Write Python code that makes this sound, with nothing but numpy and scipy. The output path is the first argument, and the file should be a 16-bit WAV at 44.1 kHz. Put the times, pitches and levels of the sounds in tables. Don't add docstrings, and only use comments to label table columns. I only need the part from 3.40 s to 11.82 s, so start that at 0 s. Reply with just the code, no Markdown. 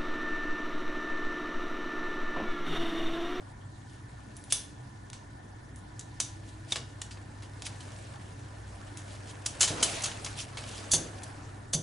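import sys
import numpy as np
from scipy import signal
from scipy.fft import rfft, irfft
from scipy.io import wavfile

SR = 44100
rng = np.random.default_rng(int(sys.argv[2]) if len(sys.argv) > 2 else 0)


def store_pcm(level_fs):
    pcm = np.round(np.clip(level_fs, -1, 1) * 32767).astype(np.int16)
    wavfile.write(sys.argv[1], SR, np.atleast_2d(pcm).T)


N = 371406
LEAD_S = .005

# pitch_hz, correlation
STEREO_LIKENESS = [(50, 1), (130, 0.97), (270, 0.71), (570, -.3), (1200, -.25), (2400, 0.18), (5200, 0.46),
                   (10500, 0.86)]
# pitch_hz, level_db, t60_s
BENCH_MODES = [(122.5, 10, 0.085), (245, -8, 0.13), (285, -5, 0.3), (353, -14, 0.1), (400, -1, 0.15),
               (464, -6, 0.15), (488, -1, 0.22), (574, -29, 0.1), (658, 2, 0.18), (800, -27, .08),
               (1170, -19, .06)]
# start_s, level_db, bright_db, t60_s, spot_hz, room_send_db, top_db
FILM_SNAPS = [(0.967, -46.5, 7, 0.068, 10000, -8, 4), (1.040, -49.5, 0, .025, 10000, -4, 3),
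              (1.124, -20, 1.5, 0.042, 3480, -4.5, 7.5), (1.7013, -46.5, -6, 0.028, 6050, -18, 3),
              (1.732, -43, -9, 0.069, 6140, -2.5, -2), (2.360, -52.5, 10, 0.03, 9600, -2, -1),
              (2.389, -60, 4, .03, 9500, -6, 2), (2.5941, -38.5, 7, 0.057, 7160, -10, -3),
              (2.611, -46, -2, 0.033, 7200, -7, -2), (2.8022, -23.5, 0.5, 0.06, 6070, -6.5, -3.5),
              (4.2218, -39, -7, .045, 2700, -8, 2), (5.573, -43, 3, 0.04, 2670, -0.5, -2)]


def from_db(db):
    return 10 ** (np.asarray(db) / 20)


def rms_one(x):
    return x / np.sqrt(np.mean(x ** 2) + 1e-20)


def above(db, still_db):
    return np.sqrt(np.maximum(from_db(db) ** 2 - from_db(still_db) ** 2, 0))


def in_time(rows):
    times_s, *columns = np.transpose(rows)
    return [np.interp(np.arange(N) / SR, times_s, column) for column in columns]


def at_hz(points, hz):
    points = np.array(points)
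    return np.interp(np.log(hz), np.log(points[:, 0]), points[:, 1])


def add(track, start_s, sound):
    start = round(start_s * SR)
    track[..., start:start + sound.shape[-1]] += sound[..., :N - start]


def drift(rate_hz):
    pole = np.exp(-80 * np.pi * rate_hz / SR)
    steps = rng.standard_normal(N // 40 + 2002)
    slow = signal.lfilter([1], [1, -2 * pole, pole * pole], steps)[2000:]
    return np.interp(np.arange(N) / 40, np.arange(len(slow)), rms_one(slow))


def ring(x, hz, t60):
    radius, angle = from_db(-60 / (t60 * SR)), 2 * np.pi * hz / SR
    return signal.lfilter([0, np.sin(angle)], [1, -2 * radius * np.cos(angle), radius ** 2], x + 1e-18)


def dying(t, t60):
    return np.exp(-np.log(1000) * t / t60)


def struck(t, hz, t60, phase=0):
    return np.sin(2 * np.pi * hz * t + phase) * dying(t, t60)


def bell(grid, hz, width):
    return 1 / (1 + (2 * (grid - hz) / width) ** 2)


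def colour(x, spectrum):
    size = 1024
    grid = np.arange(size // 2 + 1) * SR / size + 1
    cepstrum = irfft(np.log(from_db(at_hz(spectrum, grid))))
    cepstrum[1:size // 2] *= 2
    cepstrum[size // 2 + 1:] = 0
    impulse = irfft(np.exp(rfft(cepstrum)))
    return signal.fftconvolve(x, impulse)[:len(x)]


def stereo_bands(size, direct=0):
    edges = 22 * 2 ** (np.arange(29) / 3)
    white = rng.standard_normal((2, 2, size))
    for k, (low, high) in enumerate(zip(edges, edges[1:])):
        bandpass = signal.butter(2, [low, high], "band", fs=SR, output="sos")
        mid, side = signal.sosfilt(bandpass, white[k % 2])
        hz = np.sqrt(low * high)
        alike = np.clip(direct + (1 - direct) * at_hz(STEREO_LIKENESS, hz), -1, 1)
        yield hz, np.sqrt(1 + alike) * mid + np.sqrt(1 - alike) * side * [[1], [-1]]


def shaped_noise(spectrum, direct=0, flicker_db=2.4):
    return rms_one(sum(from_db(at_hz(spectrum, hz) + flicker_db * drift(18)) * band
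                       for hz, band in stereo_bands(N, direct)))


def room(x, build_s=0.00081):
    # pitch_hz, t60_s
    decay_times = [(150, 0.88), (1000, 0.41), (4000, 0.37), (10000, 0.28)]
    t = np.arange(SR // 2) / SR
    tail = sum(band * dying(t, at_hz(decay_times, hz)) for hz, band in stereo_bands(len(t), direct=0.41))
    tail *= 1 - np.exp(-(t / build_s) ** 2)
    return signal.fftconvolve(x[None], rms_one(tail) / np.sqrt(len(t)), axes=1)[:, :N]


def room_tone(level_db=-50.5):
    # pitch_hz, density_db
    air_spectrum = [(22, -8), (50, -4.5), (110, 0), (180, -7.5), (280, -6.5), (500, -18.5), (850, -11.5),
                    (1200, -20.5), (1900, -20.5), (2400, -39), (3000, -29), (7000, -32.5), (11000, -36.5),
                    (14000, -62)]
    return from_db(level_db) * shaped_noise(air_spectrum)


def machine(hum_hz=99.6, waver_rad=0.69):
    # pitch_hz, width_hz, level_db
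    drone_modes = [(60.4, 2.7, -57), (122, 7.5, -53.5), (293, 13.7, -61.5), (987, 19, -67.5),
                   (1458, 20, -69.5), (1773, 65, -64.5)]
    # time_s, level_db
    hum_curve = [(0, -52), (1.5, -55.5), (3.8, -47.5), (8.42, -47.5)]
    drone = 0
    for hz, width, db in drone_modes:
        spread = np.sqrt(np.clip(1 - at_hz(STEREO_LIKENESS, hz), 0, 1))
        drive = rng.standard_normal(N) + spread * rng.standard_normal((2, N))
        t60 = np.log(1000) / (np.pi * width)
        drone += from_db(db) * rms_one(ring(drive, hz, t60))
    hum_db, = in_time(hum_curve)
    hum = np.sqrt(2) * np.sin(2 * np.pi * hum_hz * np.arange(N) / SR + waver_rad * drift(2.0))
    return drone + from_db(hum_db + .5 * drift(5.7)) * hum


def faint_tone(peak_s=3.13, half_length_s=0.28, pitch_hz=318, level_db=-57.5):
    t = np.arange(N) / SR
    swell = np.exp(-((t - peak_s) / half_length_s) ** 2)
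    return from_db(level_db) * swell * np.sqrt(2) * np.sin(2 * np.pi * pitch_hz * t + 0.46 * drift(8))


def crackle(spectrum, grains_per_s=220):
    sizes = from_db(4 * np.minimum(rng.exponential(1, N), 2.2))
    grains = sizes * (rng.random(N) < grains_per_s / SR)
    patter = signal.fftconvolve(grains, dying(np.arange(SR // 50) / SR, t60=.008))[:N]
    return rms_one(colour(patter * rng.standard_normal(N), spectrum))


def sliding(rub_gain_db=3.5, hiss_gain_db=-0.24, flutter_db=0.5):
    # time_s, rub_db, hiss_db
    slide_curves = [(0.12, -57.5, -65.5), (0.33, -60, -66.5), (1.21, -58.5, -61.5), (1.35, -59.5, -64.5),
                    (2.41, -59, -66.5), (2.75, -59.5, -61.5), (4.02, -57.5, -63), (4.49, -54, -55),
                    (4.95, -56.5, -60.5), (6.11, -53.5, -57), (6.22, -50.5, -49), (6.38, -42, -45),
                    (6.54, -44.5, -41), (6.75, -49.5, -49.5), (7.06, -52.5, -55), (7.49, -49.5, -52.5),
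                    (8.07, -54, -59), (8.42, -57.5, -69)]
    # pitch_hz, density_db
    rub_spectrum = [(60, -6), (150, -7.5), (300, -2.5), (450, -4), (650, -0.5), (1100, -7), (1700, -7.5),
                    (3000, -28), (8000, -55)]
    # pitch_hz, density_db
    hiss_spectrum = [(300, -22), (1000, -15), (2200, 5.5), (3500, 1.5), (5000, 0.5), (7000, 0),
                     (10800, -4.5), (14000, -25)]
    rub_db, hiss_db = in_time(slide_curves)
    hiss = 0.99 * shaped_noise(hiss_spectrum, direct=0.31) + 0.58 * crackle(hiss_spectrum)
    film = from_db(hiss_gain_db) * above(hiss_db, still_db=-66.5) * hiss
    cloth = from_db(rub_gain_db) * above(rub_db, still_db=-60) * shaped_noise(rub_spectrum, direct=0.36)
    return from_db(flutter_db * drift(19)) * (film + cloth)


def scuffs():
    # peak_s, half_length_s, level_db
    swells = [(0.523, 0.06, -64.5), (1.111, 0.006, -39), (3.09, 0.016, -57), (3.288, 0.0071, -54),
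              (3.317, 0.01, -44), (3.36, .005, -47), (4.264, 0.0098, -39.5), (5.71, 0.037, -55),
              (5.895, 0.021, -52.5), (6.218, 0.0075, -31), (6.473, 0.042, -40), (7.005, 0.023, -38.5),
              (7.348, 0.09, -48)]
    # pitch_hz, density_db
    spectrum = [(300, -34), (1600, -13), (2900, 5), (4500, 2), (7000, 2), (10500, -3), (14000, -22)]
    t = np.arange(N) / SR
    level = sum(from_db(db) * np.exp(-.5 * ((t - peak_s) / half_s) ** 2) for peak_s, half_s, db in swells)
    return level * (0.95 * shaped_noise(spectrum, direct=0.52) + 0.59 * crackle(spectrum))


def hand_bumps(rise_s=0.018, t60_s=0.29):
    # start_s, level_db
    pushes = [(0.245, -32), (1.396, -37), (3.402, -36)]
    out, t = np.zeros(N), np.arange(SR // 2) / SR
    bump = struck(t, BENCH_MODES[0][0], t60_s) * (1 - np.exp(-t / rise_s))
    for start_s, db in pushes:
        add(out, start_s, from_db(db) * bump)
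    return out


def bench_knocks(split_hz=670.0, low_rise_s=0.0059, modes_db=-7.0):
    # start_s, level_db, thump_db
    blows = [(3.358, -47, -15), (6.305, -36.5, 1), (6.429, -46, -19), (7.531, -35, -5), (7.556, -43, 8),
             (7.597, -46, -4), (8.334, -41.5, -13), (8.349, -43.5, 18)]
    # pitch_hz, density_db
    thud_spectrum = [(50, -7.5), (130, 4), (200, -3.5), (300, 2.5), (480, -2.5), (680, -3.5), (900, -15),
                     (1500, -23), (4000, -29)]
    out, t = np.zeros(N), np.arange(SR // 2) / SR
    thump = struck(t, hz=157, t60=0.17)
    crossover = [signal.butter(4, split_hz, side, fs=SR, output="sos") for side in ("low", "high")]
    for start_s, db, thump_db in blows:
        modes = sum(from_db(mode_db) * rng.choice([-1, 1]) * struck(t, hz, t60)
                    for hz, mode_db, t60 in BENCH_MODES)
        noise = rms_one(colour(rng.standard_normal(len(t)), thud_spectrum))
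        low, high = (signal.sosfilt(side, noise) for side in crossover)
        thud = low * (1 - np.exp(-t / low_rise_s)) * dying(t, t60=0.45) + high * dying(t, t60=0.15)
        add(out, start_s, from_db(db) * (from_db(modes_db) * modes + from_db(thump_db) * thump + thud))
    return out


def rubber_squeaks(rise_s=0.0015, sag_hz_per_s=14000.0):
    # start_s, pitch_hz, level_db, t60_s
    slips = [(3.3217, 3726, -10, 0.018), (3.3272, 3550, -27, 0.051)]
    out, t = np.zeros(N), np.arange(SR // 25) / SR
    onset = 1 - np.exp(-(t / rise_s) ** 2)
    for start_s, hz, db, t60 in slips:
        phase = 2 * np.pi * np.cumsum(hz - sag_hz_per_s * t) / SR
        add(out, start_s, from_db(db) * np.sin(phase) * onset * dying(t, t60))
    return out


def give(t):
    return np.exp(np.minimum(t - LEAD_S, 0) / .001)


def contact_spectrum(bright_db, spot_hz, top_db, spot_db=7.5, spot_q=19.0):
    # pitch_hz, width_hz, boost_db
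    click_modes = [(1120, 42, 1.5), (2230, 65, 4), (3110, 42, 1), (3220, 81, -2), (3700, 99, -4.5),
                   (4150, 41, -0.5), (5540, 100, -1.5), (6120, 510, 3.5), (6550, 82, 3.5), (7060, 260, 1.5),
                   (8200, 120, 2), (8530, 210, -3.5), (9320, 93, 6), (10130, 830, 5)]
    grid = np.geomspace(100, 14000, 900)
    resonances = sum((db + rng.normal(0, 2)) * bell(grid, hz, width) for hz, width, db in click_modes)
    spot = spot_db * bell(grid, spot_hz, spot_hz / spot_q)
    body, presence, top = -6 - bright_db, 1.05 - 0.55 * bright_db, top_db + 0.13 * bright_db
    tone = [(250, body - 6), (800, body), (2200, body - .5), (3200, presence), (4700, presence),
            (6200, 2.0), (8000, 3.0), (9800, top), (11000, top - 5), (13000, -22.0)]
    return np.column_stack([grid, at_hz(tone, grid) + resonances + spot])


def contact(bright_db, t60, spot_hz, top_db, spike, echo_share=.35):
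    t = np.arange(SR // 3) / SR
    attack, lead = SR // 200, round(LEAD_S * SR)
    spectrum = contact_spectrum(bright_db, spot_hz, top_db)
    grit_db = np.interp(t * 600, np.arange(201), rng.normal(0, 2.5, 201))
    burst = rng.standard_normal(len(t)) * from_db(grit_db) * give(t) * dying(t, t60)
    burst[lead] = spike
    echo_s = rng.uniform(.0012, .0024)
    burst[lead + round(echo_s * SR)] = echo_share * spike
    all_round = .45 * burst
    all_round[lead] = .9 * np.linalg.norm(burst)
    click = np.array([colour(burst, spectrum), colour(all_round, spectrum)])
    attack_rms = np.sqrt(np.mean(click[0, lead:lead + attack] ** 2))
    return click / attack_rms


def frame_ring(scatter_db=4.0):
    # pitch_hz, level_db, t60_s
    frame_modes = [(3320, 0, 0.06), (3540, 9, 0.049), (4450, 7, 0.085), (4750, 6, 0.075), (5880, 2, 0.07),
                   (6200, 12, 0.085), (6500, 7, .085), (7110, 11, 0.079), (7950, -1, .07), (8850, -2, 0.07),
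                   (10600, 3, .07)]
    t = np.arange(SR // 3) / SR
    modes = sum(from_db(db + rng.normal(0, scatter_db)) * struck(t, hz, t60, rng.uniform(0, 2 * np.pi))
                for hz, db, t60 in frame_modes)
    return give(t) * modes


def frame_landings(ring_db=-14, send_db=-9.5, bounce_loss_db=3, bounce_brighter_db=9):
    # start_s, level_db, bright_db, bounce_after_s
    hits = [(7.512, -39, 12, .002), (7.517, -22.5, 14, .0045), (7.535, -21, 1.5, 0.0135),
            (7.5535, -32, 1, .012), (8.331, -39, 8, 0.0018), (8.335, -25.5, 0.5, 0.0105)]
    out = np.zeros((2, N))
    for start_s, db, bright_db, bounce_s in hits:
        for k in range(2):
            clack = contact(bright_db + k * bounce_brighter_db, t60=0.058, spot_hz=6300, top_db=0, spike=0)
            clink = clack + from_db(ring_db) * frame_ring()
            add(out, start_s + k * bounce_s - LEAD_S, from_db(db - k * bounce_loss_db) * clink)
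    return out * from_db([[0], [send_db]])


def roller_clicks(send_db=-8.5):
    # start_s, level_db, bright_db, t60_s, spot_hz
    touches = [(3.3226, -29, -11, 0.038, 7300), (3.359, -32, -11.5, 0.08, 2860),
               (3.6178, -34, -4.5, 0.028, 1870), (3.71, -46.5, -11, 0.19, 4800),
               (3.773, -50, -27, 0.049, 1800), (4.023, -50, -14, 0.15, 2820),
               (4.266, -37.5, -9.5, 0.083, 6100), (4.406, -46, -12.5, 0.06, 3100),
               (6.0612, -25.5, -0.5, 0.04, 3120), (6.197, -43, 9, 0.037, 6200),
               (6.208, -19.5, 1, 0.15, 7370), (6.2272, -21.5, -5, 0.14, 3030), (6.2407, -28, 1, .06, 5000),
               (6.276, -30, -7, 0.21, 3750), (6.4284, -18.5, -0.5, 0.07, 3090),
               (6.620, -36.5, 0, 0.064, 6100), (6.637, -30, -2.5, 0.098, 6650),
               (6.658, -31, -8, 0.11, 3780), (6.715, -40, -21, 0.076, 2900), (6.847, -33.5, 0, 0.055, 5700),
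               (6.863, -35.5, -14, 0.081, 5000), (7.172, -37, -14, 0.16, 2600),
               (7.238, -44, -19, .06, 3100), (7.834, -42, 2, 0.049, 4600)]
    out = np.zeros((2, N))
    for start_s, db, bright_db, t60, spot_hz in touches:
        click = contact(bright_db, t60, spot_hz, top_db=-1, spike=1.2)
        add(out, start_s - LEAD_S, from_db([[db], [db + send_db]]) * click)
    return out


def film_ring():
    # pitch_hz, level_db, t60_s
    film_modes = [(3520, -24, 0.3), (3640, -21, .24), (3900, -20, .2), (4700, -26, .18)]
    out, t = np.zeros(N), np.arange(SR // 3) / SR
    ringing = sum(from_db(db) * struck(t, hz, t60) for hz, db, t60 in film_modes)
    for start_s, db, *_ in FILM_SNAPS:
        add(out, start_s, from_db(db) * ringing)
    return out


def film_snaps():
    out = np.zeros((2, N))
    for start_s, db, bright_db, t60, spot_hz, send_db, top_db in FILM_SNAPS:
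        snap = contact(bright_db, t60, spot_hz, top_db, spike=8.0)
        add(out, start_s - LEAD_S, from_db([[db], [db + send_db]]) * snap)
    return out


def scene(thud_send_db=-11.0, squeak_send_db=-18.0, pan_db=0.7):
    clicks, clicks_send = film_snaps() + roller_clicks()
    clinks, clinks_send = frame_landings()
    thuds, squeaks = bench_knocks() + hand_bumps(), rubber_squeaks()
    direct = clicks + film_ring() + thuds + squeaks + clinks * from_db([[-pan_db], [pan_db]])
    send = clicks_send + clinks_send + from_db(thud_send_db) * thuds + from_db(squeak_send_db) * squeaks
    return direct + room(send) + sliding() + scuffs() + room_tone() + machine() + faint_tone()


def record(dry, cutoff_hz=10950):
    return signal.sosfilt(signal.ellip(12, .2, 75, cutoff_hz, fs=SR, output="sos"), dry)


dry = scene()
out = record(dry)
store_pcm(out)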